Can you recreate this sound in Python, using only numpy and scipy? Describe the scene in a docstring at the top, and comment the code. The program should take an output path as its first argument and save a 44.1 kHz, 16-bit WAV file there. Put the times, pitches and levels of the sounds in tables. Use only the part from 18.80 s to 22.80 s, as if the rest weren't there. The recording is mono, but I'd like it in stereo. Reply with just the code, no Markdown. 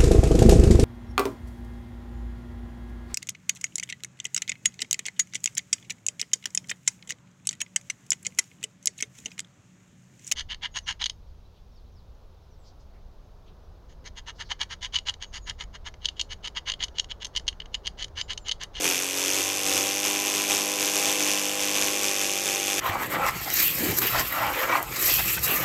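"""On a workbench, a small electric pump buzzes close by, speeding up as its supply voltage is raised.
Its body rumbles on the bench, and it hums on multiples of the shaft speed under a churning hiss.
The main sound is the mechanism knocking twice a turn, a push and a pull, ringing through the housing.
Every few tenths of a second the load surges, and the knocks and the churning grow louder together."""
import sys
import numpy as np
from scipy import signal
from scipy.fft import rfft, irfft, next_fast_len
from scipy.io import wavfile

SR = 44100
rng = np.random.default_rng(int(sys.argv[2]) if len(sys.argv) > 2 else 0)


def unload_audio(sound):
    """Save the sound as a 16-bit wav file, at the path given as the first command line argument."""
    columns = np.transpose(np.atleast_2d(sound))
    # keep every value between -1 and 1, then stretch to whole-number steps
    steps = np.round(np.clip(columns, -1, 1) * 32767)
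    wavfile.write(sys.argv[1], SR, steps.astype(np.int16))


N = 176400
T = np.arange(N) / SR

# how fast the shaft spins (time [s], speed [turns per s])
SHAFT_SPEED = [(0.0, 44.07), (0.1, 43.93), (0.24, 46.06), (0.4, 46.51), (0.55, 47.59), (0.72, 48.96),
               (0.9, 48.4), (1.1, 49.19), (1.26, 50.27), (1.6, 50.24), (1.75, 50.28), (1.95, 50.17),
               (2.3, 50.22), (2.75, 50.17), (3.1, 50.26), (3.3, 49.65), (3.5, 49.29), (4.0, 49.42)]
# load surges; a negative height means the load eases (start [s], hold [s], relative height [dB])
LOAD_SURGES = [(0.018, 0.064, 7), (0.24, 0.087, -2), (0.348, .04, 4), (.44, 0.036, 3), (0.525, 0.079, 3.5),
               (0.847, 0.096, 6), (0.952, 0.035, 3.5), (1.226, 0.054, 5.5), (1.444, 0.026, 3.5),
               (1.532, 0.034, 4), (1.677, 0.064, 6.5), (1.986, 0.084, 5), (2.131, 0.15, 4.5),
               (2.255, 0.049, 2), (2.385, 0.032, 5), (2.455, 0.057, 3), (2.667, 0.081, 0), (2.79, 0.049, 4),
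               (2.937, 0.023, 5.5), (2.997, 0.069, 3.5), (3.213, 0.017, 6), (3.387, 0.028, 4),
               (3.637, 0.082, 3.5), (3.86, .04, 4), (3.964, .04, 4.5)]
# how long the room rings (frequency [Hz], time to fade by 60 dB [s])
ROOM_RING = [(200, 0.16), (2000, 0.2), (6000, 0.25), (14000, 0.78)]
# pitches the housing boosts or dulls (frequency [Hz], half-width [Hz], left [dB], right [dB])
HOUSING_RESONANCES = [(1830, 90, -.5, -1), (2600, 170, 1.8, 2.2), (2915, 70, 1, 1.2), (3250, 120, -1, -1),
                      (3530, 80, 3, 2.2), (3980, 110, -2, -2.5), (6100, 200, 2, 0), (6420, 120, 1.5, 1),
                      (7950, 130, .5, 3.5), (11550, 300, -1, 2)]
# tone of the rumble, the hiss and the two knocks (frequency [Hz], relative left [dB], relative right [dB])
RUMBLE_TONE = [(15, -18, -18), (55, -18, -19), (85, -5.5, -28), (129, -10.5, -11), (240, -5.5, -16),
               (290, -0.5, -3.5), (397, 3, -2), (490, -15, -8.5), (478, 2, 2.5), (574, -6, -4.5),
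               (870, -7, -4.5), (1036, -5, -19), (1022, 2.5, -3.5), (1540, -29.5, -6.5), (2260, -9, -25),
               (6000, -60, -55.5)]
HISS_TONE = [(1100, -3, -2), (1700, -6, -3), (2100, -3, 2), (2600, -2, 2.5), (3100, -4, 1), (3550, -3.5, 0),
             (4000, -3.5, -2.5), (4700, -2, -3.5), (5400, 1, -4), (6150, 2.5, -3.5), (6900, 0, -2),
             (7900, -5, -3), (8800, -6, -5), (10000, -8, -6), (11600, -10, -7), (13000, -9.5, -7.5),
             (14300, -12, -11)]
PUSH_TONE = [(1100, -3, -1), (1700, -4, 1), (2100, -2, 5), (2600, 1, 7), (3100, 3, 10), (3550, 3, 8),
             (4000, 0, 2.5), (4700, -1, 0), (5400, 4.5, -1), (6150, 9, 1.5), (6900, 5, 2), (7900, -2, 2),
             (8800, -4, -1), (10000, -4, -1), (11600, -5, 3), (13000, -8, -2), (14300, -11, -7)]
PULL_TONE = [(1100, -3, 0), (1700, -6, -3), (2100, -3, 3), (2600, -1, 6), (3100, -4, 4), (3550, -2, 4),
             (4000, -4, -1.5), (4700, -2, -1), (5400, 6, .5), (6150, 10, 0), (6900, 7, 4), (7900, -1, 3),
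             (8800, -2, -1), (10000, -5, -3), (11600, -7, -4), (13000, -7, -5), (14300, -11, -11)]
# the notes of the hum (multiple of shaft speed, base left [dB], base right [dB], left lead [rad])
HUM_NOTES = [(2, -55, -68, -0.6), (3, -56, -71, -0.0), (4, -48, -55, -0.5), (5, -52, -53, -0.5),
             (6, -38, -44, 0.0), (7, -51, -58, -0.4), (8, -46, -45, -0.0), (9, -50, -49, -1.3),
             (10, -41.5, -40.5, 0.3), (11, -50, -49, 0.1), (12, -45, -50, -0.4), (13, -52, -45, -0.1),
             (14, -53, -56, -0.4), (15, -50, -50, -1.1), (16, -42, -49, -0.6), (17, -56, -49, 0.1),
             (18, -48, -53, 2.7), (19, -59, -62, 2.2), (20, -54, -46, -0.2), (21, -50, -55, -0.3),
             (22, -52, -55, -0.5), (23, -53, -56, 0.2)]
# how single notes swell and fade, listed by multiple (time [s], added level [dB])
HUM_SWELLS = {2: [(0, -6), (.35, 0), (.65, 6), (1, 7), (1.6, -1.5), (2.3, -1.5), (4, 3)], 4: [(0, -1.5),
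              (.6, -21), (.8, -1.5), (1.1, -1), (1.3, 1.5), (4, -1.5)], 5: [(0, -33), (.7, -23), (1.3, 0),
              (3.1, -1.5), (4, -9)], 6: [(0, -8), (.35, -2), (.7, -2.5), (.95, -1), (1.15, -1.5), (1.3, 0),
              (3.05, 0.5), (3.35, -7), (4, -4.5)], 7: [(0, 15), (.25, -2), (.5, 11.5), (.95, 2), (1.25, 0),
              (2.85, -6), (3.15, 8), (4, 8)], 8: [(0, -18), (.5, -1), (1, -7), (1.3, 1.5), (2.5, -1.5),
              (2.75, -27), (3, -0.5), (4, 1)], 9: [(0, 7.5), (.55, 6), (1.25, -7), (2.3, 3.5), (4, 1.5)],
              10: [(0, -5), (.3, -11), (.65, -9), (.9, 1), (1.45, -6), (2.4, 1.5), (3, 0.5), (3.65, -7.5),
              (4, -3)], 11: [(0, 6), (.6, 2), (1, 7), (1.35, -9), (2.4, 1), (4, 4)], 12: [(0, 8),
              (.15, -10), (.4, 0), (.7, 0), (4, 1.5)], 13: [(0, -3), (1.1, -9), (1.35, -5), (2.2, 1.5),
              (3.1, -2), (3.55, -15), (4, -15)], 15: [(0, -5), (.35, -5), (1.1, -17), (1.35, 1),
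              (3.2, -0.5), (4, -8)], 16: [(0, 0), (.4, -17), (.65, -0.5), (.9, 2), (1.3, 0), (2.3, 2.5),
              (3.1, -1), (4, 4)], 18: [(0, -4), (.35, -6), (1.3, -5), (1.8, -3), (3.2, 2), (3.5, -6),
              (4, -4)], 20: [(0, -0.5), (1.1, -6), (1.3, 2), (1.7, 3), (3.1, -3), (3.45, -16), (4, -22)],
              21: [(0, -5), (.7, 3), (1.15, -8), (1.7, 1), (3.1, -0.5), (4, -4)], 22: [(0, -4), (.25, -5),
              (.7, 3), (1.7, 3), (2.4, -12), (3.2, 9.5), (3.45, -9), (4, -12)]}
# how far the notes are out of step; in step they throb once a turn (time [s], share [0-1])
HUM_SCATTER = [(0, .85), (2.7, 1), (3.3, .35), (4, .35)]


def amp(db):
    """Turns decibels into a number to multiply by."""
    return 10 ** (np.asarray(db) / 20)


def unit(x):
    """Scales a signal to an average strength (rms) of 1."""
    return x / np.sqrt(np.mean(x ** 2) + 1e-20)


def curve(points):
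    """Joins (time, value) points with straight lines."""
    return np.interp(T, *np.transpose(points))


def drift(rate_hz):
    """A random wander that heads for a new value rate_hz times a second."""
    return unit(np.interp(T * rate_hz, np.arange(1000), rng.standard_normal(1000)))


def stereo_noise(shared):
    """White noise for left and right; shared (0-1) is how much they have in common."""
    noise = rng.standard_normal((3, N))
    return np.sqrt(shared) * noise[0] + np.sqrt(1 - shared) * noise[1:]


def tilt(x, treble_db, corner_hz):
    """Tips the tone like a seesaw: highs move by half of treble_db, lows by half the other way."""
    hz = np.fft.rfftfreq(N, 1 / SR)
    return irfft(rfft(x) * amp(treble_db * (0.5 - 1 / (1 + (hz / corner_hz) ** 10))), N)


def pump_load(speed):
    """Effort in dB around its average: it drops a little with speed; each surge rises, holds and ebbs."""
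    rise_s, fall_s = .023, .09
    db = -.11 * speed
    for start, hold, height in LOAD_SURGES:
        rise = np.clip((T - start) / rise_s, 0, 1)
        fall = np.exp(-np.maximum(T - start - hold, 0) / fall_s)
        db += height * rise * fall
    return db - db.mean()


def housing_ring(x, tone, low_cut_hz):
    """Shapes a sound with a tone table and the housing's resonances, and cuts away the lows."""
    size = 4096
    hz = np.abs(np.fft.fftfreq(size, 1 / SR)) + 1
    tone_hz, *sides = np.transpose(tone)
    db = np.array([np.interp(np.log(hz), np.log(tone_hz), side) for side in sides])
    for centre, width, *lift in HOUSING_RESONANCES:
        db += np.outer(lift, 1 / (1 + ((hz - centre) / width) ** 2))
    gain = amp(db) / (1 + (low_cut_hz / hz) ** 4)
    # minimum phase: the ringing comes after a hit, never before it
    response = np.exp(signal.hilbert(np.log(gain + 1e-5)).conj())
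    ring = np.fft.ifft(response).real[:, :size // 2]
    return signal.oaconvolve(np.atleast_2d(x), ring, axes=1)[:, :N]


def housing_smear(x, spread_s):
    """The housing delays each pitch by its own tiny amount, differently on each side, the highs most."""
    size = next_fast_len(N + SR // 10)
    hz = np.fft.rfftfreq(size, 1 / SR)
    band_hz = np.arange(0, SR / 2, 550)
    delays = spread_s * rng.exponential(1, (2, len(band_hz))) * (.5 + (band_hz / 8500) ** 2)
    phase = np.cumsum([np.interp(hz, band_hz, side) for side in delays], axis=1) * 2 * np.pi * hz[1]
    return irfft(rfft(x, size) * np.exp(-1j * phase), size)[:, :N]


def echoes(x):
    """Quick echoes off the bench and the power supply's case, then the short ring of the room."""
    bench_db, room_db, bench_ring_s = -8, -9.5, .022
    t = T[:SR // 2]
    bench, room = rng.standard_normal((2, 2, len(t)))
    bench *= (t > .0009) * amp(-60 * t / bench_ring_s)
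    hz, when, bands = signal.stft(room * (t > .006), SR, nperseg=256)
    ring_s = np.interp(hz, *np.transpose(ROOM_RING))[:, None]
    room = signal.istft(bands * amp(-60 * when / ring_s), SR)[1][:, :len(t)]
    tail = sum(amp(db) * part / np.linalg.norm(part, axis=1, keepdims=True)
               for db, part in [(bench_db, bench), (room_db, room)])
    return signal.oaconvolve(x, tail, axes=1)[:, :N]


def churn(turn, surge_db, pulse, fade_turns, rebound, shared):
    """Swirling noise that jumps at each stroke, falls back, and lifts again as the knock rebounds."""
    rebound_turns, width_turns = (.265, .715), .02
    strokes = np.exp(-(turn % .5) / fade_turns)
    bounces = sum(np.exp(-((turn % 1 - at) / width_turns) ** 2) for at in rebound_turns)
    return stereo_noise(shared) * (1 + pulse * strokes + rebound * bounces) * amp(surge_db)


def body_rumble(turn, load_db):
    """The pump's body rumbles on the bench, pulsing with each stroke."""
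    noise = churn(turn, 1.3 * load_db, pulse=.73, fade_turns=.11, rebound=.14, shared=.52)
    return amp(-38.8) * unit(housing_ring(noise, RUMBLE_TONE, low_cut_hz=13))


def shaft_hum(turn, load_db):
    """Wavering notes on multiples of the shaft speed; the higher ones flutter more."""
    throb_turn, waver_db, waver_rad, flutter_per_khz = .04, 1.0, .15, .3
    hum = np.zeros((2, N))
    for multiple, left_db, right_db, lead in HUM_NOTES:
        scatter = (rng.random() - .5) * curve(HUM_SCATTER)
        phase = 2 * np.pi * (multiple * (turn - throb_turn) + scatter) + waver_rad * drift(14)
        swell_db = curve(HUM_SWELLS[multiple]) if multiple in HUM_SWELLS else 0
        change_db = -.3 + .3 * load_db + waver_db * drift(9) + swell_db
        depth = flutter_per_khz * multiple * curve(SHAFT_SPEED) / 1000
        flutter = (1 + depth * (drift(40) + 1j * drift(40))) / np.sqrt(1 + 2 * depth ** 2)
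        note = np.sqrt(2) * amp(change_db) * flutter * np.exp(1j * phase)
        hum += np.outer([amp(left_db) * np.exp(1j * lead), amp(right_db)], note).real
    return hum


def churning_hiss(turn, load_db):
    """The swirling flow hisses through the housing, louder as the load grows."""
    noise = churn(turn, .76 * load_db, pulse=.45, fade_turns=.1, rebound=.48, shared=.26)
    hiss = amp(-27) * unit(housing_ring(noise, HISS_TONE, low_cut_hz=990))
    return tilt(hiss, treble_db=1.5, corner_hz=9800)


def knock(turn, surge_db, tone, spread_s, low_cut_hz):
    """One sharp hit per turn, with a brief gritty scrape, ringing through the housing."""
    jitter_s, uneven_db, scrape_s, scrape_gain = .00003, .5, .0009, .55
    times = np.interp(np.arange(1, turn[-1]), turn, T)
    lateness, strength = rng.standard_normal((len(times), 2)).T
    at = np.clip(np.round((times + jitter_s * lateness) * SR).astype(int), 0, N - 1)
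    hits = np.zeros(N)
    hits[at] = amp(surge_db[at] + uneven_db * strength)
    fade = np.exp(-1 / (scrape_s * SR))
    scrape = signal.lfilter([np.sqrt(1 - fade ** 2)], [1, -fade], hits) * stereo_noise(shared=.4)
    impact = housing_smear(hits, spread_s) + scrape_gain * scrape
    return unit(housing_ring(impact, tone, low_cut_hz))


def mechanism_knocks(turn, load_db):
    """The mechanism knocks on the push and again, half a turn later, on the pull."""
    push = knock(turn, .65 * load_db, PUSH_TONE, spread_s=.0003, low_cut_hz=1270)
    pull = knock(turn + .5, .9 * load_db, PULL_TONE, spread_s=.0004, low_cut_hz=1300)
    push = tilt(amp(-30.6) * push, treble_db=-1, corner_hz=7100)
    pull = tilt(amp(-32.9) * pull, treble_db=-8, corner_hz=7250)
    return push + pull


def scene():
    """One shaft and its load drive every layer; only the knocks get echoes."""
    speed = curve(SHAFT_SPEED)
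    turn = .089 + np.cumsum(speed) / SR  # shaft position, counted in turns
    load_db = pump_load(speed)
    knocks = mechanism_knocks(turn, load_db)
    hiss = churning_hiss(turn, load_db)
    rumble = body_rumble(turn, load_db)
    return echoes(knocks) + rumble + shaft_hum(turn, load_db) + hiss + knocks


def record(dry):
    """Cuts off the very highest treble."""
    cutoff_hz = 14480
    low_pass = signal.firwin(601, cutoff_hz, window=("kaiser", 8), fs=SR)
    return signal.oaconvolve(dry, low_pass[None], "same")


dry = scene()
out = record(dry)
unload_audio(out)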